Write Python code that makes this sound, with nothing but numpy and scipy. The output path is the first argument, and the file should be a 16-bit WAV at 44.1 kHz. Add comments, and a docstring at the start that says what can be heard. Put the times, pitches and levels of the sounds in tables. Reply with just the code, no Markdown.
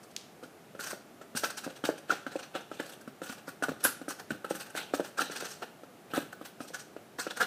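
"""Short dull thuds of shoes and ball on an asphalt driveway, gritty scuffs, now and then a chirp or squeal.
A player dribbles a soccer ball up and down between a house and a wooden fence.
Thuds are damped modes, scuffs are shaped random clicks, chirps are tone bursts, squeals and sand are noise.
Fence and walls return a faint echo (convolution), over a quiet, steady outdoor wash of noise."""
import sys
import numpy as np
from scipy import signal
from scipy.fft import rfft, irfft
from scipy.io import wavfile

SR = 44100
rng = np.random.default_rng(int(sys.argv[2]) if len(sys.argv) > 2 else 0)


def transcribe(signal):
    """Save signal, clipped to [-1, 1], as a 16-bit WAV file at the path in sys.argv[1]."""
    frames = np.atleast_2d(signal).T
    limited = np.clip(frames, -1, 1)
    pcm = np.round(limited * 32767).astype(np.int16)
    wavfile.write(sys.argv[1], SR, pcm)


N = 328986
TIME = np.arange(N) / SR

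# foot taps the ball: (time [s], knock level [dB], slap re knock [dB])
BALL_TOUCHES = [(0.427, -46, -8), (.75, -42.5, -8.5), (0.9304, -38.5, -9), (1.2129, -46.5, -4),
                (1.676, -36.5, -11), (1.8895, -22.5, -22), (2.3561, -30, -18), (2.7148, -38, -4.5),
                (3.6841, -32.5, -6.5), (3.7172, -38.5, -7), (4.5087, -27, -11), (4.9967, -25.5, -22.5),
                (5.003, -35, -6.5), (5.2981, -40.5, -3.5), (5.4244, -38.5, -10), (6.7035, -46.5, -16),
                (6.9644, -39, -11), (7.2665, -34, -2.5)]
# shoe lands: (time [s], knock level [dB], weight re knock [dB], slap re knock [dB])
FOOTFALLS = [(0.4352, -50, 3, -9), (.793, -49.5, -7, 9.5), (1.3499, -46, 10.5, 4.5),
             (1.4353, -32, -8.5, -0.5), (1.6646, -39.5, 4, -12), (1.8389, -36, 3.5, 2),
             (2.096, -36, -4.5, -0.5), (2.122, -33.5, -2, 0.5), (2.2652, -40.5, 3, 5),
             (2.5511, -38.5, -2, 2), (2.7988, -33.5, -0.5, -1), (3.0762, -48, 8.5, 3),
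             (3.2174, -37, -1.5, -3), (3.2958, -49.5, 9, 3.5), (3.4792, -42.5, 0, 2), (3.624, -33, -2.5, 1),
             (3.691, -37, 4.5, 1), (3.8505, -32.5, 0.5, -5), (4.0145, -43, 3, -3.5), (4.0811, -36.5, 0, -3),
             (4.3055, -38, 4, 6), (4.318, -47, 13.5, 2), (4.445, -37, -6, 0.5), (4.5504, -46.5, 0, 4),
             (4.7505, -38, -4, -1), (4.9372, -25.5, -2.5, -5), (5.186, -38, -11, -3),
             (5.2065, -37.5, -3.5, 1.5), (5.218, -34.5, 1.5, 1), (5.4334, -44, -17, -4),
             (5.621, -39.5, -8, -4), (5.834, -46, 0, -7), (6.1357, -38.5, 1.5, 5),
             (6.1775, -27.5, -0.5, -9), (6.4125, -43, -0.5, -2.5), (6.6043, -41.5, 2.5, 1.5),
             (7.1879, -46.5, 2.5, -6)]
CONTACT_GAIN_DB = -0.5   # on all knock levels above, in the thuds only


def from_db(db):
    """Decibels to amplitude factor."""
    return 10 ** (np.asarray(db) / 20)


def rms_one(x):
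    """The same sound at rms 1."""
    return x / np.sqrt(np.mean(x ** 2) + 1e-20)


def at_hz(points, hz, axis=1):
    """One column of a table, read on a log-frequency axis."""
    points = np.array(points)
    return np.interp(np.log(np.maximum(hz, 1)), np.log(points[:, 0]), points[:, axis])


def coloured(x, spectrum):
    """A steady excitation shaped by a spectrum; rms 1."""
    hz = np.arange(N // 2 + 1) * SR / N
    return rms_one(irfft(rfft(x) * from_db(at_hz(spectrum, hz)), N))


def bandpass(x, low_hz, high_hz):
    """Butterworth band-pass."""
    return signal.sosfilt(signal.butter(2, [low_hz, high_hz], "band", fs=SR, output="sos"), x)


def add(out, s, sound):
    """Mix a sound in from time s on."""
    start = max(round(s * SR), 0)
    out[start:start + len(sound)] += sound[:max(N - start, 0)]


def drift(knots_per_s):
    """A random wander, straight lines between normal draws of spread 1."""
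    knots = rng.standard_normal(N // 20)
    return np.interp(TIME * knots_per_s, np.arange(len(knots)), knots)


def grains(per_s, spread_db):
    """Random clicks of uneven size and either sign."""
    sizes = from_db(spread_db * np.minimum(rng.exponential(1, N), 4))
    signs = rng.choice([-1, 1], N)
    return sizes * signs * (rng.random(N) < per_s / SR)


def air(level_db=-54.3):
    """Distant traffic and leaves: a soft, steady wash of shaped noise."""
    # wash spectrum: (frequency [Hz], relative density [dB])
    air_spectrum = [(15, -69), (25, -33), (59, -10), (84, -8.5), (126, -4), (227, -1), (267, -3), (389, -2),
                    (537, -5.5), (703, -4.5), (1080, -12.5), (1170, -10.5), (4500, -24.5), (13900, -28),
                    (15500, -36.5)]
    return from_db(level_db) * coloured(rng.standard_normal(N), air_spectrum)


def strokes(rise_share=0.49):
    """Every rub as (s, dB, rise s, fall s, fine dB, honk dB): brushes, catches of slides, crushes of contacts."""
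    # sole brushes grit once:
    # (time [s], grit level [dB], length [s], fine re coarse grit [dB], honky mid band re grit [dB])
    brushes = [(0.039, -58.5, .019, 10, 1), (.115, -61, .015, 7, -8), (0.439, -52, 0.013, 5, 4.5),
               (0.916, -48, 0.013, 12, 10.5), (1.222, -58, 0.011, 6, 6), (1.373, -31.5, 0.018, 7.5, -5.5),
               (1.446, -32.5, .018, 5, 1), (1.507, -42, 0.012, 4.5, 4), (1.582, -36, 0.013, 5, -2.5),
               (1.646, -42.5, .013, 3, 2), (1.707, -50, 0.016, -4, 0.5), (1.768, -52, 0.019, 1, -0.5),
               (1.856, -34.5, .017, 1, -2.5), (1.897, -50.5, .02, 7, 13.5), (1.984, -50.5, 0.011, 2, -3),
               (2.117, -37.5, 0.029, -1, 2.5), (2.561, -40, 0.02, -8.5, 1.5), (2.612, -56, .018, -3, -1),
               (2.754, -55, 0.062, -3, -8), (2.799, -45.5, 0.011, -11, -2.5), (3.015, -56.5, 0.0075, 10, 7),
               (3.385, -54, 0.017, -4.5, 0), (3.486, -49.5, 0.017, 9, 7), (3.64, -38, 0.012, 1.5, 8.5),
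               (3.812, -48, 0.012, 2, -3), (3.858, -30, 0.023, 5.5, 4), (4.091, -47, 0.0099, 15, -18),
               (4.107, -39.5, 0.014, 6, 3.5), (4.2, -49.5, 0.015, 1.5, 7.5), (4.309, -53, 0.019, 1, -8),
               (4.671, -54.5, .021, 1, 4.5), (4.705, -54, 0.011, 4, 3), (4.778, -39, 0.031, -1, -0.5),
               (4.82, -48.5, 0.063, -15, -11.5), (4.951, -41.5, .02, 4, -3), (5, -56, .02, 5, 2),
               (5.055, -47.5, .025, 4.5, 3.5), (5.189, -38.5, 0.017, 3, 6),
               (5.214, -36.5, 0.025, -0.5, 2.5), (5.519, -48.5, 0.052, 7, -3.5),
               (5.631, -42.5, 0.016, -4, 3.5), (6.115, -53.5, 0.021, -10, 0.5),
               (6.152, -41.5, 0.011, -2, 5), (6.17, -42, 0.037, -2, 5), (6.331, -51, 0.0063, 2, 12),
               (6.459, -46, 0.017, -1, -0.5), (6.63, -53.5, 0.034, 7, -7), (6.685, -49.5, 0.016, 4, -8),
               (6.75, -42.5, 0.016, 6.5, 4), (6.8, -44, .018, 9, -4.5), (7.189, -44.5, 0.0045, 0, 14.5),
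               (7.204, -36.5, 0.018, 12, 3.5), (7.242, -47, 0.036, 1, -7), (7.31, -41, 0.012, 2.5, 3.5),
               (7.374, -42.5, 0.015, 4.5, 5), (7.414, -35, 0.02, 2, 11), (7.432, -35.5, .013, -2, 3.5)]
    # sole slides on, catching repeatedly:
    # (start [s], end [s], catch interval [s], grit level [dB], fine re coarse grit [dB])
    slides = [(0.809, .93, .033, -41.5, 7), (2.325, 2.455, 0.0363, -49, -1), (2.834, 2.96, 0.033, -52, 0),
              (3.243, 3.34, .028, -47, 1.5), (4.51, 4.635, 0.0498, -44, 4), (5.323, 5.475, 0.045, -40, 3)]
    catch_s, catch_honk_db = 0.02, 0.5
    catches = []
    for start, end, every, db, fine_db in slides:
        for s in np.arange(start, end, every):
            catches.append((s, db, catch_s, fine_db, catch_honk_db))
    rubs = [(s, db, rise_share * length, (1 - rise_share) * length, fine_db, honk_db)
            for s, db, length, fine_db, honk_db in brushes + catches]
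    # each contact crushes a little grit
    crush_re_slap_db, crush_fine_db, crush_honk_db = -10.5, -4.5, 2
    crush_lag_s, crush_rise_s, crush_fall_s = 0.002, 0.0013, 0.01
    crushes = [(s + crush_lag_s, db + slap_db + crush_re_slap_db,
                crush_rise_s, crush_fall_s, crush_fine_db, crush_honk_db)
               for s, db, *_, slap_db in FOOTFALLS + BALL_TOUCHES]
    return rubs + crushes


def grit_ticks(per_s=9000, spread_db=-0.5, patchy_db=3.5, patches_per_s=110):
    """Grit ticks from three shared click streams, each band swelling and fading in its own patches."""
    ticks = [grains(per_s, spread_db) for _ in range(3)]
    edges_hz = np.geomspace(900, 17000, 17)
    out = np.zeros(N)
    for k, (low, high) in enumerate(zip(edges_hz, edges_hz[1:])):
        band = bandpass(ticks[k % len(ticks)], low, high)
        out += band * from_db(patchy_db * drift(patches_per_s))
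    return out


def judder(depth_db=2.04, bumps_per_s=260):
    """A sliding sole bumps over rough asphalt, so its whole sound flutters; gain of rms 1."""
    return rms_one(from_db(depth_db * drift(bumps_per_s)))


def scuffs(rise_shape=1.68, fall_shape=0.86):
    """Each stroke swells and fades: grit crunches, sand hisses, the mid band honks and the heel rumbles."""
    # loose sand under the shoes: (time [s], level re grit before the fineness term [dB])
    loose_sand = [(0, -7), (1.4, -8), (2.1, -9), (2.6, -14), (2.95, -1.5), (3.35, -5.5), (3.65, -6.5),
                  (4.2, -4), (4.9, -5), (5.6, -10.5), (6.15, -1.5), (6.5, -1.5), (6.8, -12), (7.46, -11)]
    # spectra of the five parts: (frequency [Hz], relative density [dB])
    coarse_spectrum = [(900, -16), (1950, -5.5), (2550, 6.5), (3100, 4), (4000, 0.5), (5000, -20),
                       (8000, -62)]
    fine_spectrum = [(3000, -31), (4300, 2.5), (5000, 2.5), (5900, 5.5), (7200, 0), (8400, 0.5),
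                     (9600, -12.5), (15000, -74)]
    sand_spectrum = [(6000, -36), (8500, 0.5), (9800, -5.5), (11300, -1), (12500, -2.5), (14000, -7),
                     (15500, -7)]
    honk_spectrum = [(700, -37), (1030, -13.5), (1280, -8.5), (1450, -2), (1650, -6), (1950, -15.5),
                     (2800, -37)]   # near 1.4 kHz, probably the microphone ringing
    drag_spectrum = [(60, -21), (150, -13.5), (280, -4), (400, -3.5), (520, 2.5), (660, -4.5), (790, 4.5),
                     (980, -10.5), (1600, -49.5)]
    # light strokes skim fine grit and sand; pressed ones grind coarse grit and drag the heel
    sand_per_fine, drag_base_db, drag_per_fine, drag_per_honk = 0.45, -6.5, -0.81, 0.85

    power = np.zeros((5, N))
    for s, db, rise, fall, fine_db, honk_db in strokes():
        near = slice(max(int(s * SR) - SR // 10, 0), int(s * SR) + SR // 7)
        t = TIME[near] - s
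        # half height one rise before and one fall after the top
        halvings = np.where(t < 0, np.abs(t / rise) ** rise_shape, np.abs(t / fall) ** fall_shape)
        stroke = 0.5 ** halvings
        sand_db = np.interp(s, *np.transpose(loose_sand)) + sand_per_fine * fine_db
        drag_db = drag_base_db + drag_per_fine * fine_db + drag_per_honk * honk_db
        coarse_share = 1 / (1 + from_db(fine_db) ** 2)
        shares = [coarse_share, 1 - coarse_share, *from_db([sand_db, honk_db, drag_db]) ** 2]
        power[:, near] += np.outer(shares, (from_db(db) * stroke) ** 2)
    coarse, fine, sand, honk, drag = np.sqrt(power)

    ticks = grit_ticks()
    clicks = grains(per_s=6000, spread_db=2.0)
    return (coarse * coloured(ticks, coarse_spectrum)
            + from_db(-1.07) * fine * coloured(ticks, fine_spectrum)
            + from_db(-2.5) * sand * coloured(ticks, sand_spectrum)
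            + from_db(-0.5) * honk * coloured(clicks, honk_spectrum)
            + from_db(3.0) * drag * coloured(clicks, drag_spectrum))


def reflections(build_s=0.011, echo_cut_hz=5000, path_spread=0.1):
    """The driveway's answer from one spot: a few dull echoes and a thin tail with its own decay per band."""
    # ground, fence and house, before the path spread: (delay [s], level [dB])
    echoes = [(.0042, -12), (0.0119, -15), (.029, -25), (.047, -20)]
    # scatter between walls and trees: (frequency [Hz], level [dB], t60 [s])
    scatter = [(121, -8, 0.43), (392, -16, 0.39), (1380, -14, 0.51), (3800, -8.5, 0.45), (8900, -13, 0.38),
               (15000, -4, 0.14)]
    t = TIME[:SR * 3 // 5]
    tail = np.zeros(len(t))
    edges_hz = np.geomspace(70, 17000, 13)
    for low, high in zip(edges_hz, edges_hz[1:]):
        hz = np.sqrt(low * high)
        fade = from_db(-60 * t / at_hz(scatter, hz, axis=2)) * (1 - np.exp(-t / build_s))
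        band = bandpass(rng.standard_normal(len(t)), low, high)
        tail += from_db(at_hz(scatter, hz)) * band * fade / np.sqrt(np.sum(fade ** 2))
    taps = np.zeros(len(t))
    for delay, db in echoes:
        path = np.exp(path_spread * rng.uniform(-1, 1))
        taps[round(delay * path * SR)] += from_db(db)
    return tail + signal.sosfilt(signal.butter(1, echo_cut_hz, fs=SR, output="sos"), taps)


def driveway(x, count=14):
    """The player keeps moving, so each of count equal stretches is convolved with reflections of its own."""
    out, start = np.zeros(N), 0
    for stretch in np.array_split(x, count):
        add(out, start / SR, signal.fftconvolve(stretch, reflections()))
        start += len(stretch)
    return out


def snap(s=0.1637, db=-3, low_hz=2500, high_hz=7300, skips_s=(0.00013, 0.00031, 0.00074)):
    """A pebble shoots out from under the sole: one bright band-passed crack, spread over a few tiny skips."""
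    click = np.full(N, 1e-18)   # tiny offset instead of silence
    click[round(s * SR)] = from_db(db)
    for skip in skips_s:
        loop = np.r_[1, np.zeros(round(skip * SR)), 0.5]
        click = signal.lfilter(loop[::-1], loop, click)   # all-pass: longer, not coloured
    return bandpass(click, low_hz, high_hz)


def struck(modes, pitch_hz, t, contact_s, detune=0.037, vary_db=2.5):
    """Damped modes, a little different at each blow; rms 1 over the first 6 ms."""
    out = np.zeros(len(t))
    for (multiple, db, t60), (shift, strength) in zip(modes, rng.standard_normal((len(modes), 2))):
        hz = pitch_hz * multiple * (1 + detune * shift)
        out += from_db(db + vary_db * strength - 60 * t / t60) * np.sin(2 * np.pi * hz * t)
    out = out * (1 - np.exp(-t / contact_s))   # soft rubber builds up its push gradually
    return out / np.sqrt(np.mean(out[:round(0.006 * SR)] ** 2))


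def thud(db, weight_db, slap_db, weight_hz, knock_hz):
    """Low push, hollow knock and surface slap; the rest of the sole or ball settles just after."""
    # modes: (multiple of pitch, relative level [dB], t60 [s]), level and pitch varied at each blow
    weight_modes = [(.64, -10.5, 0.033), (1, 6, 0.023)]
    knock_modes = [(.92, 9.5, 0.019), (1.12, 4, 0.011), (1.42, -6, 0.019)]
    slap_modes = [(.83, -6, 0.018), (1, 15, 0.014), (1.16, 0, 0.018)]
    t = TIME[:SR // 10]
    slap_hz = 1366 * np.exp(0.045 * rng.standard_normal())
    push = from_db(weight_db) * struck(weight_modes, weight_hz, t, contact_s=0.007)
    knock = struck(knock_modes, knock_hz, t, contact_s=0.00058)
    slap = from_db(slap_db) * struck(slap_modes, slap_hz, t, contact_s=0.00076)
    settle = from_db(-7) * knock + from_db(-4) * slap
    settle_s = 0.004037 * rng.uniform(0.755, 1.319)
    late = np.interp(t - settle_s, t, settle, left=0)
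    return from_db(db) * (knock - push + slap + late)


def ball(weight_db=-4, weight_hz=314, knock_hz=585):
    """Hollow taps on the ball, which differ in strength and in how sharply the shoe slaps it."""
    out = np.zeros(N)
    for s, db, slap_db in BALL_TOUCHES:
        add(out, s, thud(db + CONTACT_GAIN_DB, weight_db, slap_db, weight_hz, knock_hz))
    return out


def footfalls(weight_hz=291.2, sag_hz_per_db=5, knock_hz=620):
    """Shoes land on asphalt; a heavier landing has a stronger, lower push."""
    out = np.zeros(N)
    for s, db, weight_db, slap_db in FOOTFALLS:
        push_hz = weight_hz - sag_hz_per_db * weight_db
        add(out, s, thud(db + CONTACT_GAIN_DB, weight_db, slap_db, push_hz, knock_hz))
    return out


def chirps():
    """A sole that grips hard judders for a few regular cycles: short sine bursts."""
    # (time [s], pitch [Hz], rms level at the top [dB], time from top to half height [s])
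    bursts = [(1.445, 1430, -25, 0.0031), (2.107, 1405, -16, 0.002), (3.6415, 1450, -27, 0.0024),
              (3.855, 1597, -23, 0.0053), (5.194, 1343, -21, 0.0021), (7.409, 1323, -21, 0.0015),
              (7.419, 1380, -22.5, 0.0038)]
    out = np.zeros(N)
    t = TIME[:SR // 20] - 1 / 40
    for s, hz, db, half_s in bursts:
        envelope = from_db(db) * np.sqrt(2) * 0.5 ** ((t / half_s) ** 2)
        add(out, s + t[0], envelope * np.sin(2 * np.pi * hz * t))
    return out


def spray(at_s=3.838, level_db=-24, attack_s=0.002, hold_s=0.013, half_life_s=0.0065):
    """Sand thrown by one hard skid hisses: quick attack, level until hold_s after the start, then decay."""
    # flying sand: (frequency [Hz], relative density [dB])
    spray_spectrum = [(3000, -18), (6000, -14), (8300, -7), (9800, -3), (11300, 4), (13000, -7),
                      (15500, -17)]
    t = TIME - at_s
    attack = np.clip(t / attack_s, 0, 1)
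    decay = 0.5 ** (np.maximum(t - hold_s, 0) / half_life_s)
    return from_db(level_db) * attack * decay * coloured(rng.standard_normal(N), spray_spectrum)


def squeals(width_hz=220):
    """A dragged sole slips fast and unevenly: a thin, rough whistle of narrow-band noise."""
    # (time [s], pitch [Hz], level at the top [dB], time from top to half height [s])
    whistles = [(4.792, 2130, -44, 0.021), (5.27, 3900, -51, 0.037)]
    out = np.zeros(N)
    for s, hz, db, half_s in whistles:
        peak = signal.iirpeak(hz, hz / width_hz, fs=SR)
        whistle = rms_one(signal.lfilter(*peak, rng.standard_normal(N)))
        out += from_db(db) * 0.5 ** (((TIME - s) / half_s) ** 2) * whistle
    return out


def scene(squeak_send_db=-7):
    """The player in the driveway, with its echoes, over the background."""
    steps = ball() + footfalls() + scuffs() * judder() + spray() + snap()
    squeaks = chirps() + squeals()
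    echoes = driveway(steps + from_db(squeak_send_db) * squeaks)
    return (steps + squeaks + echoes + air())[None]


def record(dry):
    """A small microphone: thin bass, two dips in the middle, the top cut off."""
    # response dips: (frequency [Hz], width [Hz], depth [dB])
    mic_dips = [(966, 275, -2.5), (1927, 610, -1)]
    out = signal.sosfilt(signal.butter(3, 100, "high", fs=SR, output="sos"), dry)
    for hz, width, db in mic_dips:
        out = out + (from_db(db) - 1) * signal.lfilter(*signal.iirpeak(hz, hz / width, fs=SR), out)
    cutoff_hz = 15500
    return signal.sosfilt(signal.ellip(12, 0.1, 80, cutoff_hz, fs=SR, output="sos"), out)


dry = scene()
out = record(dry)
transcribe(out)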